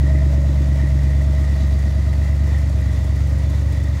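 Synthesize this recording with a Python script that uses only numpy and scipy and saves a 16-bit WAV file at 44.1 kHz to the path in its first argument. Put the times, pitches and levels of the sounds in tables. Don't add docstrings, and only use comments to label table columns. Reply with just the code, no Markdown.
import sys
import numpy as np
from scipy import signal
from scipy.fft import rfft, irfft
from scipy.io import wavfile

SR = 44100
rng = np.random.default_rng(int(sys.argv[2]) if len(sys.argv) > 2 else 0)


def int16_out(signal):
    q = np.round(np.clip(np.atleast_2d(signal).T, -1, 1) * 32767)
    wavfile.write(sys.argv[1], SR, q.astype(np.int16))


N = 176400
T = np.arange(N) / SR
CYLINDER_COUNT = 8
TICK_PLACE = .59


def exhaust_drone(cycle, waver_hz=4.8, start_place=.1169, fade_db_per_s=.7):
    # time in seconds, then the level in dB of each of the four strong orders.
    strong_levels = [(0, -13.5, -57, -27, -22), (0.5, -15, -49, -28, -24.5), (1.0, -15.5, -30, -30, -22.5),
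                     (1.45, -15.4, -29, -36, -27), (2.0, -17, -25.5, -32, -29),
                     (2.45, -16, -26.5, -32, -28), (2.9, -18, -24, -28, -31), (3.35, -17, -25, -31, -28),
                     (4, -19.5, -24, -28.5, -31.5)]
    # a weak order, its level in dB halfway through the walk.
    weak_orders = [(6, -56), (7, -48), (9, -36), (10, -44), (12, -44), (14, -48), (15, -41.5), (17, -44.5),
                   (19, -57), (21, -42)]
    out = 0
    for order, db in zip((8, 11, 13, 16), in_time(strong_levels)):
        gain = from_db(db + .4 * drift(waver_hz))
        out += gain * np.sin(2 * np.pi * order * (cycle - start_place))
    for order, db in weak_orders:
        gain = from_db(db + 1.8 * drift(waver_hz / 2) - fade_db_per_s * (T - T.mean()))
        out += gain * np.sin(2 * np.pi * (order * cycle + rng.random()))
    return np.sqrt(2) * out


def exhaust_chugs(cycle, spread_db=1.35, jitter_s=.00023):
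    # place as a share of the cycle, pitch in Hz, swell time in seconds,
    # then peak level in dB behind the truck, at its corner and at its side.
    chugs = [(0.1671, 202, 0.0064, -27, -25, -32), (.31, 298.5, .0035, -24, -28.5, -35.5),
             (.975, 260.3, 0.0041, -29.5, -27.5, -30.5), (.49, 274, 0.0045, -29.5, -35, -33),
             (.59, 196, 0.0073, -31.5, -31, -33.5), (.81, 193, 0.016, -30, -41, -46),
             (.63, 292, 0.0026, -32, -37.5, -31), (.94, 633, 0.0053, -31.5, -37, -46),
             (0.0899, 638, 0.0081, -42.5, -35, -43), (0.58, 565, 0.0062, -33.5, -39.5, -45),
             (.61, 635, 0.0039, -43, -35.5, -45), (.85, 644, 0.0047, -34.5, -47, -44)]
    walk_s = (.44, 1.83, 3.84)
    out, t = 0, T[:SR // 10]
    for place, hz, swell, *levels in chugs:
        times = passing(cycle, place + np.arange(int(cycle[-1] + 1)))
        jitter, spread = rng.standard_normal((len(times), 2)).T
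        blows = clicks(times + jitter_s * jitter, np.interp(times, walk_s, levels) + spread_db * spread)
        boom = t / swell * np.exp(1 - t / swell) * np.sin(2 * np.pi * hz * t)
        out += signal.fftconvolve(blows, boom)[:N]
    return out


def pipe_tones(cycle, waver_db=1.86, wander_rad=.83):
    # time in seconds, then the level in dB of each of the four singing orders.
    tone_levels = [(0, -40, -50, -55, -38), (.25, -50, -61, -49, -46), (.42, -45, -59.5, -39, -49),
                   (.75, -46, -53, -51, -49.5), (1.4, -48, -51, -59, -45.5), (2.3, -47, -60, -54, -52),
                   (3.1, -45, -51.5, -62, -48), (3.4, -43.5, -49, -50, -54), (4, -42, -54, -55, -52)]
    out = 0
    for order, db in zip((32, 60, 65, 72), in_time(tone_levels)):
        gain = from_db(db + waver_db * drift(11.3))
        out += gain * np.sin(2 * np.pi * order * cycle + wander_rad * drift(6))
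    return np.sqrt(2) * out


def firings(cycle, start_place=.015, spread_db=2, jitter_s=.00015, roughness=.38, hiss_db=-48.5):
    accents = [2, -1, -1.7, -1.6, -0.68, 2.3, -0.69, -0.3]
    # pitch in Hz, width in Hz, relative level in dB.
    pipe_modes = [(284.8, 25, 0), (351.3, 43, -3), (396, 25, -3.5), (519, 22, -1.5), (567.5, 35, -3.5),
                  (637.3, 25, -1.5), (705, 11, -16), (900, 52, -13.5)]
    # time in seconds, level in dB.
    ring_level = [(0, -42.5), (1.4, -45), (2.5, -45), (4, -45)]
    # frequency in Hz, relative density in dB.
    hiss_colour = [(200, -19), (450, 4.5), (900, -2.5), (1500, -8), (3000, -11), (7000, -17),
                   (15000, -29.5)]
    firing = np.arange(int(cycle[-1] + 1) * CYLINDER_COUNT)
    jitter, spread = rng.standard_normal((len(firing), 2)).T
    times = passing(cycle, start_place + firing / CYLINDER_COUNT) + jitter_s * jitter
    pulses = clicks(times, np.array(accents)[firing % CYLINDER_COUNT] + spread_db * np.tanh(spread))
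    turbulence = die_away(pulses, seconds=.0062) * rng.standard_normal(N)
    ring = resonate(rms_one(pulses) + roughness * rms_one(turbulence), pipe_modes)
    hiss = die_away(pulses, seconds=.0088) * noise(hiss_colour)
    return from_db(in_time(ring_level)[0]) * rms_one(ring) + from_db(hiss_db) * rms_one(hiss)


def loose_shield(cycle, touches_per_s=500, spread_db=3.5, shake_db=2, lift_db=1):
    # pitch in Hz, width in Hz, relative level in dB.
    modes = [(1860, 48, -1), (1954, 35.6, 0), (2047, 53, -5), (2405, 22, -15.5)]
    # time in seconds, level in dB before the lift.
    buzz_level = [(0, -46.5), (.17, -43), (.28, -49), (.68, -48), (.82, -42.5), (.93, -48.5), (1.1, -42),
                  (1.3, -52.5), (1.41, -43.5), (1.55, -47.5), (2.2, -48), (2.3, -44.5), (2.43, -49),
                  (2.55, -45.5), (2.72, -51.5), (2.82, -48.5), (3.4, -50), (4, -46)]
    # start in seconds, dry peak level in dB.
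    hard_touches = [(0.064, -35.5), (0.18, -38), (0.801, -28.5), (1.211, -35), (2.13, -33), (2.257, -34),
                    (2.544, -30), (2.625, -33.5), (2.82, -33), (3.164, -37)]
    surge_db = shake_db * np.cos(2 * np.pi * 3 * (cycle - TICK_PLACE))
    light_touches = (rng.random(N) < touches_per_s / SR) * rng.choice([-1, 1], N)
    strength = from_db(spread_db * rng.standard_normal(N) + surge_db)
    buzz = rms_one(garage(resonate(light_touches * strength, modes)))
    touch_peak = np.abs(resonate(T == 0, modes)).max()
    hits = garage(resonate(clicks(*np.transpose(hard_touches)), modes)) / touch_peak
    return from_db(in_time(buzz_level)[0] + lift_db) * buzz + hits


def valve_tick(cycle, spread_db=4):
    # time in seconds, gain in dB.
    level = [(0, -56), (1.5, -49), (4, -47)]
    # frequency in Hz, relative density in dB.
    colour = [(700, -13), (1200, 2), (3000, -5), (6000, 3), (10000, -3), (15500, -11)]
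    times = passing(cycle, TICK_PLACE + np.arange(int(cycle[-1] + 1)))
    bursts = die_away(clicks(times, spread_db * rng.uniform(-1, 1, len(times))), seconds=.0083)
    return garage(from_db(in_time(level)[0]) * bursts * noise(colour))


def engine_bay(flicker_db=6, flicker_hz=4, chatter_s=.029):
    # pitch in Hz, width in Hz, relative level in dB.
    modes = [(3535, 33, 4), (3720, 39, -2.5), (3905, 35, 4), (4480, 40, 0), (4620, 36, -2), (5010, 35, -4),
             (5420, 46, -3), (6130, 49, -7), (6740, 65, -5)]
    # time in seconds, level in dB.
    ring_level = [(0, -57), (1.2, -56), (1.8, -52.5), (2.3, -57), (4, -55)]
    # start in seconds, peak level in dB.
    chink_cues = [(.19, -44), (.55, -46), (1.6, -41), (1.85, -42), (2.82, -42), (3.15, -44), (3.84, -45)]
    shaking = rng.standard_normal(N)
    rings = 0
    for mode in modes:
        rings += from_db(flicker_db * np.tanh(drift(flicker_hz))) * resonate(shaking, [mode])
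    chatter = rng.standard_normal(N) * np.exp(-T / chatter_s)
    chink = resonate(chatter, modes)[:SR // 4]
    chinks = signal.fftconvolve(clicks(*np.transpose(chink_cues)), chink / np.abs(chink).max())[:N]
    return from_db(in_time(ring_level)[0]) * rms_one(rings) + chinks


def fan_and_belts(cycle, wash_db=-41, whine_db=-62.5, whine_order=140.6):
    # frequency in Hz, relative density in dB.
    colour = [(25, -16), (45, -6), (70, 6), (150, 3.5), (300, 4.5), (450, 0), (800, -1.5), (1500, -7.5),
              (2300, -8.5), (3000, -13), (5000, -13.5), (6800, -14.5), (9000, -21.5), (12000, -26),
              (15600, -28.5)]
    whine = from_db(whine_db + 4 * drift(8)) * np.sqrt(2) * np.sin(2 * np.pi * whine_order * cycle)
    wash = from_db(wash_db + 1.02 * drift(11)) * noise(colour)
    return wash + whine


def garage(x, t60_s=.45, wet_db=-4, predelay_s=.006):
    tail = rng.standard_normal(N) * from_db(-60 * T / t60_s) * (T > predelay_s)
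    return x + from_db(wet_db) * signal.fftconvolve(x, tail / np.sqrt(np.sum(tail ** 2)))[:N]


def from_db(db):
    return 10 ** (np.asarray(db) / 20)


def rms_one(x):
    return x / np.sqrt(np.mean(x ** 2) + 1e-20)


def in_time(rows):
    seconds, *columns = np.transpose(rows)
    return [np.interp(T, seconds, column) for column in columns]


def drift(rate_hz):
    hop, settle = 40, 2000
    pole = np.exp(-2 * np.pi * rate_hz * hop / SR)
    steps = rng.standard_normal(N // hop + settle + 2)
    slow = signal.lfilter([1], [1, -2 * pole, pole * pole], steps)[settle:]
    return np.interp(np.arange(N) / hop, np.arange(len(slow)), rms_one(slow))


def noise(colour):
    hz, db = np.transpose(colour)
    bin_hz = np.maximum(np.arange(N // 2 + 1) * SR / N, 1)
    gain = from_db(np.interp(np.log(bin_hz), np.log(hz), db))
    return rms_one(irfft(rfft(rng.standard_normal(N)) * gain, N))


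def clicks(times, db):
    out, inside = np.zeros(N), (times >= 0) & (times < T[-1])
    np.add.at(out, (times[inside] * SR).astype(int), from_db(db)[inside])
    return out


def die_away(x, seconds):
    return signal.lfilter([1], [1, -np.exp(-1 / (seconds * SR))], x + 1e-18)


def resonate(x, modes):
    out = 0
    for k, (hz, width, db) in enumerate(modes):
        r = np.exp(-np.pi * width / SR)
        ring = signal.lfilter([1, 0, -1], [1, -2 * r * np.cos(2 * np.pi * hz / SR), r * r], x + 1e-18)
        out += (-1) ** k * from_db(db) * (1 - r * r) / 2 * ring
    return out


def passing(cycle, marks):
    return np.interp(marks, cycle, T, left=-1, right=2 * T[-1])


def scene():
    # time in seconds, firings per second.
    firing_rate = [(0.0, 70.2), (0.4, 70.02), (0.5, 70.3), (0.8, 69.68), (0.9, 68.6), (1.4, 70.31),
                   (1.7, 69.2), (2.1, 70.4), (2.4, 70.99), (2.6, 71.4), (2.9, 68.5), (3.4, 70.7),
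                   (4.0, 71.2)]
    cycle = np.cumsum(in_time(firing_rate)[0]) / SR / CYLINDER_COUNT
    exhaust = exhaust_drone(cycle) + pipe_tones(cycle) + exhaust_chugs(cycle) + firings(cycle)
    return (exhaust + loose_shield(cycle) + valve_tick(cycle) + engine_bay() + fan_and_belts(cycle))[None]


def record(dry, cutoff_hz=15700):
    return signal.sosfilt(signal.ellip(10, .1, 80, cutoff_hz, fs=SR, output="sos"), dry)


dry = scene()
out = record(dry)
int16_out(out)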